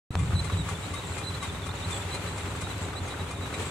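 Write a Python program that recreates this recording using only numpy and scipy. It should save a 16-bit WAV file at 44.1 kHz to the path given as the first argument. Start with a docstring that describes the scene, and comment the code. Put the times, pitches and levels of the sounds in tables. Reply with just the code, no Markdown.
"""After a brief silence, a lumpy eight-cylinder engine is heard already idling close by on open ground:
uneven firings boom in its exhaust under throbbing fan noise and valve ticks. With it something dry,
probably a belt, chafes and soon rasps, amid faint treble wisps. After a dry knock an oil pumpjack's slow
engine chuffs about four times a second, each puff of gas ringing its metal. Then loose parts rattle now
and then, the belt squeaks on and off as a gliding tone with its octave, and a few thin chirps glide above;
a softer knock comes late."""
import sys
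import numpy as np
from scipy import signal
from scipy.fft import rfft, irfft, next_fast_len
from scipy.io import wavfile

SR = 44100
rng = np.random.default_rng(int(sys.argv[2]) if len(sys.argv) > 2 else 0)


def to_wav(sig):
    """Store sig (one row per channel, or 1-D mono) as 16-bit WAV at the path in sys.argv[1].

    Samples outside -1..1 are clipped; the rate is SR.
    """
    pcm = np.clip(np.atleast_2d(sig), -1, 1) * 32767
    pcm = np.round(pcm).astype(np.int16)
    wavfile.write(sys.argv[1], SR, pcm.T)  # frames by channels


N = 163170


def undb(db):
    """Decibels to gain."""
    return 10 ** (np.asarray(db) / 20)


def unit(x):
    """Scale to rms 1."""
    return x / np.sqrt(np.mean(x ** 2))


def times():
    """Time of each sample in seconds."""
    return np.arange(N) / SR


def curve(rows, axis=1):
    """Join the rows of a control by straight lines."""
    rows = np.array(rows)
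    return np.interp(times(), rows[:, 0], rows[:, axis])


def filtered(x, response):
    """Apply a frequency response, given as a function of Hz."""
    size = next_fast_len(N + N // 2)
    f = np.maximum(np.fft.rfftfreq(size, 1 / SR), 1)
    return irfft(rfft(x, size) * response(f), size)[..., :N]


def colour(x, points):
    """Filter by (Hz, dB) points, joined along log frequency."""
    hz, db = np.array(points).T
    return filtered(x, lambda f: undb(np.interp(np.log(f), np.log(hz), db)))


def resonance(f, hz, width):
    """Response of one resonance, 1 at its centre."""
    return 1 / (1 + 1j * (f / hz - hz / f) * hz / width)


def highpass(f, hz):
    """Response of a second-order high-pass."""
    s = 1j * f / hz
    return s * s / (1 + np.sqrt(2) * s + s * s)


def lowpass(f, hz):
    """Gentle treble loss, halving the amplitude at hz, with no phase shift."""
    return 1 / (1 + (f / hz) ** 2)


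def walk(rate):
    """Random points, `rate` a second, joined by straight lines; spread near 1."""
    knots = rng.standard_normal(N)
    return np.interp(times() * rate, np.arange(N), knots) * np.sqrt(3 / 2)


def pan(db):
    """Left and right gains, for left over right in dB."""
    return undb(np.array([[db], [-db]]) / 2)


def burst(start, attack, decay):
    """Linear attack, exponential decay."""
    age = times() - start
    return np.clip(age / attack, 0, 1) * np.exp(-np.clip((age - attack) / decay, 0, 20))


def arch(u):
    """Rounded swell over u = 0..1."""
    return np.sqrt(np.abs(np.sin(np.pi * np.clip(u, 0, 1))))


def tone(hz, rough):
    """A sine of rms 1 whose pitch trembles by the share `rough`."""
    trembling_hz = hz * (1 + rough * walk(rate=1800))
    return unit(np.sin(2 * np.pi * np.cumsum(trembling_hz) / SR))


def after(pulses, decay):
    """Envelope of rms 1 that jumps at every pulse and dies away."""
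    return unit(signal.lfilter([1], [1, -np.exp(-1 / (decay * SR))], pulses))


# stereo spread of all the noise: (f/Hz, side over mid/dB)
SIDE_DB = [(30, 12), (80, -16.5), (180, -16), (350, -9.5), (700, -10.5), (1400, -4), (2800, 0.5),
           (6000, -1), (12000, 0.5)]


def air():
    """Stereo noise from a white mid and a coloured side, narrow in the low mids and wide in the treble."""
    mid, side = rng.standard_normal((2, N))
    side = colour(side, SIDE_DB)
    return np.array([mid + side, mid - side])


CYCLE_S, JITTER_S = .19088, .0003  # all eight firings; random spread of each firing's time
# cylinders in firing order: (delay to the tailpipe/s, level/dB)
CYLINDERS = [(.0209, 3.8), (.0174, -5.4), (.0212, -2), (.0193, 1.7), (.021, -8.7), (.0214, 6.3),
             (.0203, 2.6), (.0197, -.6)]


def firings():
    """One pulse per cylinder, each with its own strength and a little off in time."""
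    delay, db = np.array(CYLINDERS).T
    k = np.arange(int(N / SR / CYCLE_S * len(db)) + 1)
    cylinder = k % len(db)
    at = k * CYCLE_S / len(db) + delay[cylinder] + JITTER_S * rng.standard_normal(len(k))
    pulses = np.zeros(N)
    pulses[np.clip((at * SR).astype(int), 0, N - 1)] = undb(db[cylinder])
    return pulses


EXHAUST_DB, RUMBLE_DB = 27.5, -43.5
PIPE_CUT_HZ, MUFFLER_HZ = 42.4, 900  # low cut and treble loss of the boom
# exhaust resonances: (f/Hz, width/Hz, signed gain)
PIPE = [(70.9, 9, .58), (88.6, 9, .46), (97, 22, -.44), (126.7, 9, .13), (158, 9, -.1), (176, 10, -.12)]
# colour of the gas rumble: (f/Hz, relative level/dB)
RUMBLE = [(20, -15), (40, -26), (60, -8), (100, 7), (172, 3.5), (192, -9), (400, -62)]
# level ride of boom and rumble together: (t/s, level/dB)
BASS = [(.105, 9.5), (.148, -3.5), (.16, 11), (.36, 12.5), (.45, 7), (.6, 8), (.72, 2.5), (.85, 0),
        (1.4, 0), (1.8, 1.15), (3.7, 0.6)]


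def exhaust(pulses):
    """Firings ring the muffled pipe; turbulent gas rumbles with them."""
    def pipe(f):
        modes = sum(gain * resonance(f, hz, width) for hz, width, gain in PIPE)
        return modes * highpass(f, PIPE_CUT_HZ) / (1 + (f / MUFFLER_HZ) ** 4)

    boom = filtered(pulses, pipe)
    gas = unit(colour(air() * after(np.sqrt(pulses), decay=0.07), RUMBLE))
    return (undb(EXHAUST_DB) * boom + undb(RUMBLE_DB) * gas) * undb(curve(BASS))


FAN_DB, TICK_DB, TICK_S = -41, -47.5, 0.0086  # TICK_S: decay
FAN_THROB, THROB_DECAY = 0.16, 0.38  # depth; decay as a share of the mean firing interval
TREBLE_FLICKER_DB, TREBLE_FLICKER_RATE = 1.35, 27  # spread; random points a second
# colour of the fan noise ahead of its low cut: (f/Hz, relative level/dB)
FAN = [(120, -43), (205, 0), (270, 4), (360, -2), (401, 4), (456, -3), (579, -2.5), (635, -6), (851, -4.5),
       (1140, -6), (1680, -11), (2470, -11.5), (2910, -14.5), (3970, -16.5), (5130, -25.5), (7830, -19),
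       (16000, -43.5)]
# level ride of the fan, crossing over near 1 kHz: (t/s, low level/dB, high level/dB)
FAN_LEVEL = [(.1, -2.5, -5), (.2, 1.5, 0.5), (.8, 0, 2.5), (1.5, 1, 2.5), (2, 2.5, 3.5), (2.9, 2.5, 2.5),
             (3.52, 2.5, 2), (3.6, 6, 5), (3.7, 0.5, 4)]
# colour of the valve ticks: (f/Hz, relative level/dB)
TICKS = [(200, -20), (500, 3), (1300, 15.5), (3000, -9.5), (5000, -12), (8000, -12), (15000, -43)]


def engine_bay(pulses):
    """Fan noise flickers, its lower part throbbing with the firings; the valves tick."""
    fan = unit(filtered(colour(air(), FAN), lambda f: highpass(f, hz=182) ** 2))
    low = filtered(fan, lambda f: lowpass(f, 1000))
    flicker_db = TREBLE_FLICKER_DB * walk(TREBLE_FLICKER_RATE)
    high = (fan - low) * undb(curve(FAN_LEVEL, axis=2) + flicker_db) * pan(db=3.5)
    throb_decay = THROB_DECAY * CYCLE_S / len(CYLINDERS)
    throb = unit(1 + FAN_THROB * after(np.sqrt(pulses), throb_decay))
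    fan = low * undb(curve(FAN_LEVEL)) * throb + high
    # one tick per firing, of random strength
    strikes = (pulses > 0) * undb(2.8 * walk(rate=60))
    ticks = unit(colour(air(), TICKS) * after(strikes, TICK_S))
    return undb(FAN_DB) * fan * undb(0.99 * walk(rate=45)) + undb(TICK_DB) * ticks


SLIP_RATE, SLIP_S = 45, .02  # mean slips a second; longest slip
SLIP_SCATTER_DB, SLIP_GLIDE = 2.5, 0.0306  # spread of strength; spread of glide as a share of pitch


def slips(centre_hz, spread_hz):
    """Pitch and envelope of a chain of tiny slips, each with its own length, pitch, glide and strength."""
    count = int(2 * SLIP_RATE * N / SR)
    gap, pitch = rng.random((2, count))
    glide, size = rng.standard_normal((2, count))
    starts = np.cumsum(.5 + gap) / SLIP_RATE
    k = np.maximum(np.searchsorted(starts, times()) - 1, 0)
    length = np.minimum(SLIP_S, starts[k + 1] - starts[k])
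    u = np.clip((times() - starts[k]) / length, 0, 1)
    slip_hz = centre_hz + spread_hz * (2 * pitch[k] - 1)
    hz = slip_hz * (1 + SLIP_GLIDE * glide[k] * (u - .5))
    return hz, arch(u) * undb(SLIP_SCATTER_DB * size[k])


SQUEAK_PAN_DB, SQUEAK_LAG_S = -9, .00003  # left over right; delay of the right side
OCTAVE_DB, OCTAVE_BEST_HZ, OCTAVE_WIDTH_HZ = -5.5, 7960, 430


def squeal(hz, octave_db):
    """A stick-slip tone, later on the right, whose octave sings out only near one resonance."""
    phase = 2 * np.pi * (np.cumsum(hz) / SR + np.outer([1, 0], hz * SQUEAK_LAG_S))
    octave = undb(octave_db) * np.abs(resonance(2 * hz, OCTAVE_BEST_HZ, OCTAVE_WIDTH_HZ)) ** 2
    return np.sqrt(2) * (pan(SQUEAK_PAN_DB) * np.sin(phase) + octave * np.sin(2 * phase))


CHAFE_HZ, CHAFE_SPREAD_HZ, CHAFE_DB = 3750, 380, -54.5


def belt_chafe():
    """Faint broken stick-slip tones run on between the squeaks."""
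    hz, swell = slips(CHAFE_HZ, CHAFE_SPREAD_HZ)
    rough_hz = hz * (1 + .02 * walk(rate=800))
    return undb(CHAFE_DB) * swell * squeal(rough_hz, OCTAVE_DB)


THIN_ROUGH = .015  # pitch roughness of wisps and chirps, as a share
WISP_HZ, WISP_SPREAD_HZ = 10400, 3400
WISP_DB, WISP_DB_PER_OCTAVE = -60.5, -17  # level at WISP_HZ; fall towards higher pitch


def wisps():
    """Faint squeaky slips scatter through the treble, a separate chain on either side."""
    sides = []
    for _ in range(2):
        hz, swell = slips(WISP_HZ, WISP_SPREAD_HZ)
        db = WISP_DB + WISP_DB_PER_OCTAVE * np.log2(hz / WISP_HZ)
        sides.append(undb(db) * swell * tone(hz, THIN_ROUGH))
    return np.array(sides)


RASP_HZ, RASP_WANDER_HZ, RASP_ROUGH = 7680, 190, .037  # centre; slower wander; fast tremble as a share
# thin high rasps: (t/s, length/s, level/dB)
RASPS = [(0.15, 0.19, -51.5), (0.556, 0.078, -49), (.76, 0.16, -51), (1.034, 0.14, -47.5),
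         (1.892, .14, -43), (2.275, 0.29, -52), (2.558, 0.013, -43), (2.807, 0.057, -46.5),
         (3.588, 0.17, -45)]


def belt_rasps():
    """Rough tones about an octave above the squeaks, trembling separately left and right."""
    hz = RASP_HZ + RASP_WANDER_HZ * walk(rate=86)
    rasp = np.array([tone(hz, RASP_ROUGH) for _ in range(2)])
    return rasp * sum(undb(db) * arch((times() - s) / length) for s, length, db in RASPS)


# small knocks: (t/s, level/dB, decay/s, dull above f/Hz)
KNOCKS = [(.154, -18.5, 0.00097, 1870), (2.78, -39, .003, 7000)]


def knocks():
    """Small dry knocks: dulled noise that starts at once and dies in milliseconds."""
    out = 0
    for s, db, decay, hz in KNOCKS:
        noise = unit(filtered(air(), lambda f: lowpass(f, hz)))
        out = out + undb(db) * burst(s, 0.0001, decay) * noise
    return out


CHUFF_DB, CHUFF_ATTACK_S, CHUFF_DECAY_S = -37.5, 0.0094, 0.018  # the gas; the metal shares its attack
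CHUFF_PAN_DB, CHUFF_PAN_DB_PER_S = 9, -2.3  # left over right; the pump drifts to the middle
RING_GRAIN_DB = 2  # random spread of the ring's level
# colour of the gas puffs: (f/Hz, relative level/dB)
CHUFF = [(300, -4), (900, -25), (1200, 21), (1600, -6), (2200, 7), (3200, 6.5), (5500, 3), (8000, 11),
         (10500, 4), (15000, -65)]
# ringing modes of the pump engine's metal, lowest first: (f/Hz)
PUMP_MODES_HZ = [1140, 2083, 2419]
# how each of these modes rings: (decay/s, level/dB, roughness of pitch as a share)
PUMP_MODES = [(.016, -41.5, .025), (.02, -44, 0.018), (.04, -49, .008)]
# chuffs, with the outer modes' extra ring: (t/s, level/dB, lowest mode/dB, highest mode/dB)
CHUFFS = [(.185, -5.5, 6.5, 4), (.438, -2.5, 3, -6), (0.683, -1, 5, -3), (.932, -2.5, 4, -4),
          (1.174, -1.5, -18, 5.5), (1.422, -0.5, 6, 1.5), (1.657, -3.5, 5, 3), (1.9, -1, -19, 6),
          (2.136, -1.5, -10, 5.5), (2.373, -2.5, 0, 4.5), (2.607, 0, -8, -1), (2.843, -13, -10, -4),
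          (3.072, -3.5, -7, 2), (3.303, -4, 1, 7.5), (3.534, -3, -1, 2)]


def pump():
    """Each chuff is a puff of gas that also sets the metal ringing roughly, the outer modes varying."""
    gas = undb(CHUFF_DB) * unit(colour(air(), CHUFF))
    rings = []
    for hz, (_, db, rough) in zip(PUMP_MODES_HZ, PUMP_MODES):
        grain = unit(undb(RING_GRAIN_DB * walk(rate=150)))
        rings.append(undb(db) * tone(hz, rough) * grain)
    out = 0
    for s, db, lowest, highest in CHUFFS:
        puff = gas * burst(s, CHUFF_ATTACK_S, CHUFF_DECAY_S)
        metal = sum(undb(share) * ring * burst(s, CHUFF_ATTACK_S, mode[0])
                    for ring, mode, share in zip(rings, PUMP_MODES, [lowest, 0, highest]))
        out = out + undb(db) * pan(CHUFF_PAN_DB + CHUFF_PAN_DB_PER_S * s) * (puff + metal)
    return out


RATTLE_ATTACK_S, RATTLE_DECAY_S, RATTLE_WIDTH_HZ = 0.0038, 0.014, 570
# loose metal rattles: (t/s, level/dB, centre f/Hz)
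RATTLES = [(0.318, -37.5, 1300), (2.086, -41.5, 1870), (3.137, -37.5, 1480), (3.538, -36.5, 2210)]


def rattles():
    """Short, soft clatter of loose parts: noise bursts through a doubled resonance."""
    out = 0
    for s, db, hz in RATTLES:
        noise = unit(filtered(air(), lambda f: resonance(f, hz, RATTLE_WIDTH_HZ) ** 2))
        out = out + undb(db) * burst(s, RATTLE_ATTACK_S, RATTLE_DECAY_S) * noise
    return out


SQUEAK_DB = -1.5  # trim on every squeak
WOBBLE, WOBBLE_RATE = 0.0132, 310  # pitch spread as a share; random points a second
# octave dB lost per dB of rise in table level; table level where the octave is OCTAVE_DB
OCTAVE_FALL, OCTAVE_REF_DB = 0.14, -31
# squeaks: (t/s, length/s, start f/Hz, middle f/Hz, end f/Hz, level before the trim/dB)
SQUEAKS = [(0.349, 0.037, 4160, 3980, 3900, -40), (0.381, 0.026, 3950, 4124, 4080, -33.5),
           (0.456, 0.035, 4130, 4080, 3820, -45), (0.497, 0.061, 3700, 3910, 3760, -45.5),
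           (0.569, 0.061, 4010, 3840, 3720, -43), (0.745, .03, 3460, 3520, 3500, -46),
           (.825, 0.035, 3770, 3880, 3530, -46), (0.941, 0.055, 3740, 3730, 3940, -44),
           (0.977, 0.034, 4080, 3810, 3620, -48), (1.031, .03, 3720, 3650, 3380, -46),
           (1.231, 0.039, 3790, 4074, 3850, -42.5), (1.259, 0.045, 3860, 4060, 3900, -38),
           (1.34, 0.025, 3750, 4130, 4130, -42.5), (1.401, 0.037, 3780, 3920, 3900, -46),
           (1.428, 0.043, 3800, 3770, 3780, -45), (1.484, 0.027, 3700, 3610, 3580, -45),
           (1.547, 0.02, 3650, 3750, 3650, -46), (1.613, 0.045, 3540, 3620, 3420, -47.5),
           (1.683, 0.034, 3680, 3650, 3800, -44), (1.761, 0.022, 3600, 3730, 3720, -45.5),
           (1.822, 0.026, 3670, 3680, 3750, -41.5), (1.838, 0.025, 4000, 3980, 3900, -41.5),
           (1.907, 0.044, 3700, 3560, 3530, -40.5), (2.005, 0.035, 3570, 3520, 3430, -45),
           (2.108, 0.067, 3910, 4050, 4070, -40.5), (2.264, .034, 4060, 3980, 4020, -45.5),
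           (2.625, .053, 3880, 3780, 3860, -45.5), (2.701, 0.02, 3930, 3960, 3930, -42.5),
           (2.953, 0.046, 3850, 3980, 4200, -42), (3.094, .05, 3990, 3880, 4000, -47),
           (3.19, .034, 3876, 3876, 3750, -45.5), (3.408, 0.069, 3880, 3860, 3720, -46),
           (3.534, 0.03, 3920, 3900, 3660, -43.5)]


def belt_squeaks():
    """Short stick-slip tones glide unsteadily through three pitches; louder ones are purer."""
    t, out = times(), np.zeros((2, N))
    wobble = 1 + WOBBLE * walk(WOBBLE_RATE)
    for s, length, first, middle, last, db in SQUEAKS:
        on = (t >= s) & (t < s + length)
        u = (t[on] - s) / length
        glide = np.polyfit([0, .5, 1], [first, middle, last], 2)
        hz = np.polyval(glide, u) * wobble[on]
        octave_db = OCTAVE_DB - OCTAVE_FALL * (db - OCTAVE_REF_DB)
        out[:, on] += undb(db + SQUEAK_DB) * arch(u) * squeal(hz, octave_db)
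    return out


FLUTTER_DB = 2.5  # random spread of the belt's level


def belt():
    """Chafing, rasps and squeaks flutter in level together."""
    flutter = unit(undb(FLUTTER_DB * walk(rate=240)))
    return flutter * (belt_chafe() + belt_rasps() + belt_squeaks())


# thin chirps above the squeaks: (t/s, length/s, start f/Hz, end f/Hz, level/dB)
CHIRPS = [(.408, 0.022, 6230, 6750, -53), (2.21, .05, 13300, 13600, -65), (2.69, .045, 13700, 13550, -67),
          (3.052, 0.026, 6500, 6400, -52)]


def chirps():
    """Thin, rough tones that glide straight from one pitch to another."""
    t, out = times(), 0
    for s, length, first, last, db in CHIRPS:
        hz = np.interp(t, [s, s + length], [first, last])
        out = out + undb(db) * arch((t - s) / length) * tone(hz, THIN_ROUGH)
    return out


def scene():
    """The idling vehicle and the pump, with no echo."""
    pulses = firings()
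    engine = exhaust(pulses) + engine_bay(pulses)
    return engine + belt() + wisps() + knocks() + pump() + rattles() + chirps()


START_S, TOP_HZ = .105, 15800  # length of the opening silence; top of the treble


def record(dry):
    """The whole sound opens up over about a millisecond and a steep low-pass takes off its top."""
    gate = np.clip((times() - START_S) / 0.0013, 0, 1)
    top_cut = signal.ellip(10, .2, 70, TOP_HZ, fs=SR, output="sos")
    return signal.sosfilt(top_cut, dry * gate)


dry = scene()
out = record(dry)
to_wav(out)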